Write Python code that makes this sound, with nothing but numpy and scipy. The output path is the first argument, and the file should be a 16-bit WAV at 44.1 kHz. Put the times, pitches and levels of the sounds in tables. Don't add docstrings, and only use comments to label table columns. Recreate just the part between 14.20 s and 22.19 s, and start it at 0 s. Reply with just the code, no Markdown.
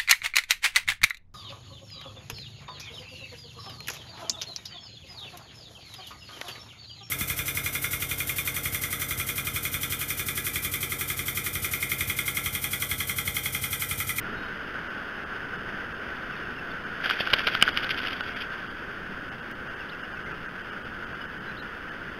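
import sys
import numpy as np
from scipy import signal
from scipy.fft import rfft, irfft
from scipy.io import wavfile
from scipy.ndimage import uniform_filter1d

SR = 44100
rng = np.random.default_rng(int(sys.argv[2]) if len(sys.argv) > 2 else 0)


def ratio(d):
    e = np.asarray(d, float) / 20
    return 10 ** e


def master_out(mix):
    frames = np.transpose(np.atleast_2d(mix))
    ceiling = np.clip(frames, -1, 1)
    pcm = np.round(ceiling * 32767).astype(np.int16)
    wavfile.write(sys.argv[1], SR, pcm)


N = 352359

# t/s, rain level/dB, wind level/dB
WEATHER = [
    (0.0, -36, -41),
    (0.35, -35.5, -45.5),
    (2.6, -36.5, -45),
    (3.05, -35.5, -47),
    (3.7, -35, -43.5),
    (4.36, -37, -47),
    (5.0, -38, -46),
    (7.99, -38, -45.5),
]
# t/s, rustle level/dB, length/s
SWINGS = [(2.853, -33.5, 0.051), (2.908, -34, 0.073), (3.006, -33, 0.028), (3.07, -37, 0.015),
          (3.111, -40, 0.023), (3.139, -26, 0.019), (3.189, -32.5, 0.047), (3.283, -33.5, 0.04),
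          (3.348, -35.5, 0.044), (3.433, -33, 0.04), (3.48, -34.5, 0.048), (3.576, -34, 0.052),
          (3.635, -31.5, 0.017), (3.707, -31, 0.028), (3.785, -33, 0.027), (3.861, -33.5, 0.051),
          (3.932, -35.5, 0.021), (4.074, -45, 0.012), (4.161, -39.5, 0.046), (4.219, -38.5, 0.054),
          (4.33, -44, 0.05), (4.406, -59, 0.017)]


def evened(x):
    return x / np.sqrt(np.mean(x ** 2) + 1e-20)


def read(points, hz):
    f, value = np.transpose(points)
    return np.interp(np.log(hz + 1), np.log(f + 1), value)


def curve(rows, axis):
    return np.interp(np.arange(N) / SR, np.array(rows)[:, 0], np.array(rows)[:, axis])


def coloured(x, points):
    hz = abs(np.fft.fftfreq(8192, 1 / SR))
    log_gain = np.log(ratio(np.maximum(read(points, hz), -70)))
    taps = np.fft.ifft(np.exp(np.conj(signal.hilbert(log_gain)))).real
    return evened(signal.oaconvolve(x, taps)[:N])


def add(mix, s, sound):
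    part = mix[round(s * SR):][:len(sound)]
    part += sound[:len(part)]


def grains(per_s, spread_db):
    size = ratio(spread_db * np.minimum(rng.exponential(1, N), 5)) * rng.choice([-1., 1.], N)
    return evened(size * (rng.random(N) < per_s / SR))


def flicker(length_s):
    size = max(int(length_s * SR), 2)
    smooth = uniform_filter1d(rng.standard_normal(N), size)
    return evened(uniform_filter1d(smooth, size))


def rain():
    # f/Hz, level/dB
    rain_colour = [(120, -14.5), (200, -6.5), (566, -9.5), (867, -12), (1140, -9), (1350, -1.5), (1520, 3),
                   (1750, -4.5), (2330, -15), (2960, -13.5), (3500, -21), (3820, -29.5), (4000, -32.5),
                   (5200, -52)]
    wash = rng.standard_normal(N) * ratio(1.0 * flicker(0.023))
    near_drops = ratio(-6.0) * grains(1500, 2.27)
    return ratio(curve(WEATHER, axis=1)) * coloured(wash + near_drops, rain_colour)


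def wind():
    # f/Hz, level/dB
    wind_colour = [(12, 1), (20, -2), (42, -3.5), (87, -4.5), (189, -3.5), (400, -7), (520, -10),
                   (880, -120)]
    gust_db = 0.94 * flicker(0.16)
    rumble = coloured(rng.standard_normal(N), wind_colour)
    return ratio(curve(WEATHER, axis=2) + gust_db) * rumble


def songbirds():
    # t/s, length/s, first f/Hz, last f/Hz, level/dB
    bird_notes = [(.14, .18, 3780, 3780, -61), (2.122, .042, 2760, 2460, -45), (2.16, .02, 3900, 3350, -56),
                  (2.2, .08, 3080, 2550, -50), (2.35, .028, 2700, 2900, -49),
                  (2.375, .028, 2900, 2600, -47), (2.505, .02, 3600, 3400, -53),
                  (5.595, .042, 2950, 2520, -47), (5.684, .023, 2450, 3980, -47),
                  (5.704, .014, 3960, 3990, -61), (5.715, .04, 2950, 2570, -47),
                  (5.83, .03, 2700, 2960, -49), (5.965, .02, 2700, 2550, -51),
                  (6.05, .043, 1950, 2170, -48), (6.088, .043, 2170, 1850, -48),
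                  (6.1, .04, 2700, 2440, -51), (6.16, .06, 3130, 2340, -54), (7.005, .03, 3050, 2890, -48),
                  (7.265, .06, 3960, 3985, -59), (7.31, .02, 2700, 2350, -52),
                  (7.362, .022, 2800, 3960, -52), (7.384, .03, 3880, 3840, -54),
                  (7.425, .012, 3000, 2600, -52), (7.695, .03, 1710, 1710, -42)]
    bend = 1.41
    out = np.zeros(N)
    for s, length, first_hz, last_hz, db in bird_notes:
        u = np.linspace(0, 1, int(length * SR))
        hz = last_hz + (first_hz - last_hz) * (1 - u) ** bend
        whistle = np.sin(2 * np.pi * np.cumsum(hz) / SR) * signal.windows.tukey(len(u), .45)
        add(out, s, ratio(db + 3) * whistle)
    return out * ratio(2.2 * flicker(.008))


def vane_crackle():
    return (.6 * rng.standard_normal(N) + grains(1800, 3.2)) * ratio(3 * flicker(.004))


def feathers():
    # f/Hz, level/dB
    feather_colour = [(120, -34), (200, -30), (318, -25), (506, -16), (559, -20), (610, -8), (1140, -20),
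                      (1490, 6.5), (1820, 2.5), (2640, 1), (2960, -2.5), (3230, 2.5), (4000, -19.5),
                      (5200, -58), (8800, -120)]
    # t/s, level/dB
    rustle = [
        (2.7, -54.5),
        (2.874, -37.5),
        (3.0, -36),
        (3.044, -36.5),
        (3.742, -40),
        (4.112, -43),
        (4.286, -57),
        (4.6, -50.5),
    ]
    rise_share = 0.82
    t = np.arange(N) / SR
    inside = (t > rustle[0][0]) & (t < rustle[-1][0])
    power = inside * ratio(2 * curve(rustle, axis=1) - 5)
    for s, db, length in SWINGS:
        side = np.where(t < s, rise_share, 2 - rise_share)
        spread_s = 0.29 * max(length, .005) * side
        power = power + ratio(2 * db) * np.exp(-((t - s) / spread_s) ** 2)
    dull, bright = vane_crackle(), vane_crackle()
    b, a = signal.butter(2, 2100, fs=SR)
    drive = bright + signal.filtfilt(b, a, dull - 0.95 * bright)
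    return ratio(3.5) * np.sqrt(power) * coloured(drive, feather_colour)


def all_snaps():
    # t/s, peak level/dB, low housing ring/dB, dull knock/dB
    hard_snaps = [(2.8587, -15, 4, 1), (2.8626, -17, 11, 12), (2.8996, -9.5, 8, -2), (2.9095, -10, 11, -11),
                  (3.0054, -14, -1, 18), (3.073, -12.5, 14, 2), (3.1024, -16, 11, -6),
                  (3.1337, -5.5, -10, -10), (3.1352, -7, 0, -13), (3.137, -4.5, 0, 3),
                  (3.139, -3.5, -5, -4), (3.2054, -16, 10, 5), (3.2692, -11.5, 5, 5),
                  (3.2719, -5.5, 0.5, -1), (3.2768, -10, 9, 9), (3.285, -14, 5, 5), (3.351, -8, 4.5, -6),
                  (3.4137, -11.5, -6, -8), (3.4249, 5, -5.5, -7.5), (3.4256, -3, -21, -10),
                  (3.4277, -8, 15, 5), (3.478, -11, 19, 5), (3.4851, -13.5, 17, 12), (3.4909, -15, 13, 6),
                  (3.5737, -7.5, -4, -1.5), (3.644, -19, -2, -2), (3.6929, -14.5, 6, 3),
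                  (3.7068, -12, 0, -3), (3.8721, -14.5, 3, 2), (4.0081, -16, 15, 8)]
    hard = np.array(hard_snaps)
    rebounds = hard + [0.001814, -12, 7.5, 7.5]
    s, db, length = np.repeat(SWINGS, 6, axis=0).T
    when, size, ring, knock = rng.standard_normal((len(s), 4)).T
    dull_db = 5.5
    ticks = np.transpose([s + .7 * length * np.clip(when, -.8, 3.0),
                          db + 6.5 + 2.5 * size,
                          dull_db * (1 + ring),
                          dull_db * (1 + knock)])
    return np.vstack([hard, rebounds, ticks])


def snaps():
    # f/Hz, width/Hz, level/dB
    housing = [
        (1500, 170, -5),
        (2350, 350, -4),
        (2940, 290, 0),
        (3350, 500, -11),
    ]
    # f/Hz, width/Hz, level/dB
    twig_knock = (650, 550, -15)
    # f/Hz, width/Hz, level/dB
    nest_thump = (550, 760, -30)
    colour_db = 3.5
    out, t = np.zeros(N), np.arange(900) / SR
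    rows = all_snaps()
    chance = rng.standard_normal((len(rows), 60))
    high_pass = signal.butter(2, 1300, "high", fs=SR)

    def mode(hz, width, db):
        return ratio(db) * np.exp(-np.pi * width * t) * np.sin(2 * np.pi * hz * t)

    for (s, db, low_db, knock_db), luck in zip(rows, chance):
        blow = (np.exp(-t[:60] / .00007) + .3 * luck) * np.exp(-t[:60] / .0005)
        ring = np.zeros(len(t))
        for (hz, width, mode_db), tint in zip(housing, luck[-5:]):
            tint_db = colour_db * tint * (db < -13)
            ring += mode(hz, width, mode_db + low_db * (hz < 2000) + tint_db)
        ring = signal.lfilter(*high_pass, ring)
        knock = ratio(knock_db + 5.5) * (mode(*twig_knock) + mode(*nest_thump))
        sound = np.sign(luck[-1]) * np.convolve(blow, ring + knock)
        peak = ratio(db - 1.2 * (db < 0))
        add(out, s + .0001, peak * sound / abs(sound).max())
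    return out


def scene():
    return (rain() + wind() + songbirds() + feathers() + snaps())[None]


def link(x):
    rate_hz, edge_hz = 8000, 500
    hz = np.fft.rfftfreq(N, 1 / SR) + 1e-3
    band_power = np.clip(.5 + (rate_hz / 2 - hz) / edge_hz, 0, 1)
    band = irfft(rfft(x) * np.sqrt(band_power), N)
    turn = 2 * np.pi * rate_hz * np.arange(N) / SR
    mirrored = band * (1 + 2 * np.cos(turn) + 2 * np.cos(2 * turn))
    folded = abs(hz - rate_hz * np.round(hz / rate_hz))
    upper_db = 3.8 * (hz > rate_hz) + 2.8 * (hz > 1.5 * rate_hz)
    return irfft(rfft(mirrored) * (folded / hz) ** 2.906 * ratio(upper_db), N)


def thin_treble(x):
    thin_moments = [0.688, 1.05, 1.374, 1.736, 2.654, 3.525, 4.021, 4.15, 4.49, 5.106, 5.216, 5.338, 5.49, 5.555,
                    5.829, 5.939, 6.046, 6.131, 6.278, 6.428, 6.513, 6.64, 6.857, 6.939, 7.071, 7.194, 7.411,
                    7.707]
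    out, size = x.copy(), 1500
    window, hz = signal.windows.tukey(size, .85), np.fft.rfftfreq(size, 1 / SR)
    treble = np.clip((hz - 1700) / 500, 0, 1)
    for s in thin_moments:
        at = round(s * SR) - size // 2
        z = rfft(x[at:at + size] * window)
        step = uniform_filter1d(abs(z), size=41) * ratio(10 + 2.5 * (hz > 3400))
        rounded = np.round(abs(z) / step) * step * z / abs(z)
        out[at:at + size] += .78 * irfft((rounded - z) * treble, size)
    return out


def band_limit(x):
    return signal.sosfilt(signal.butter(12, 17010, fs=SR, output="sos"), x)


def record(dry):
    # t/s, tick level/dB
    joints = [
        (2.906, -23),
        (3.1375, -31),
        (5.3144, -32),
    ]
    overloaded = np.clip(link(dry[0]), -.7, .7)
    x = thin_treble(overloaded) + ratio(-70) * rng.standard_normal(N)
    for s, db in joints:
        add(x, s, ratio(db) * np.array([1., -.5]))
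    edge = signal.firwin(1023, 15750, window=("kaiser", 10), fs=SR)
    mix = signal.oaconvolve(x, edge, "same")[None]
    return band_limit(mix)


dry = scene()
out = record(dry)
master_out(out)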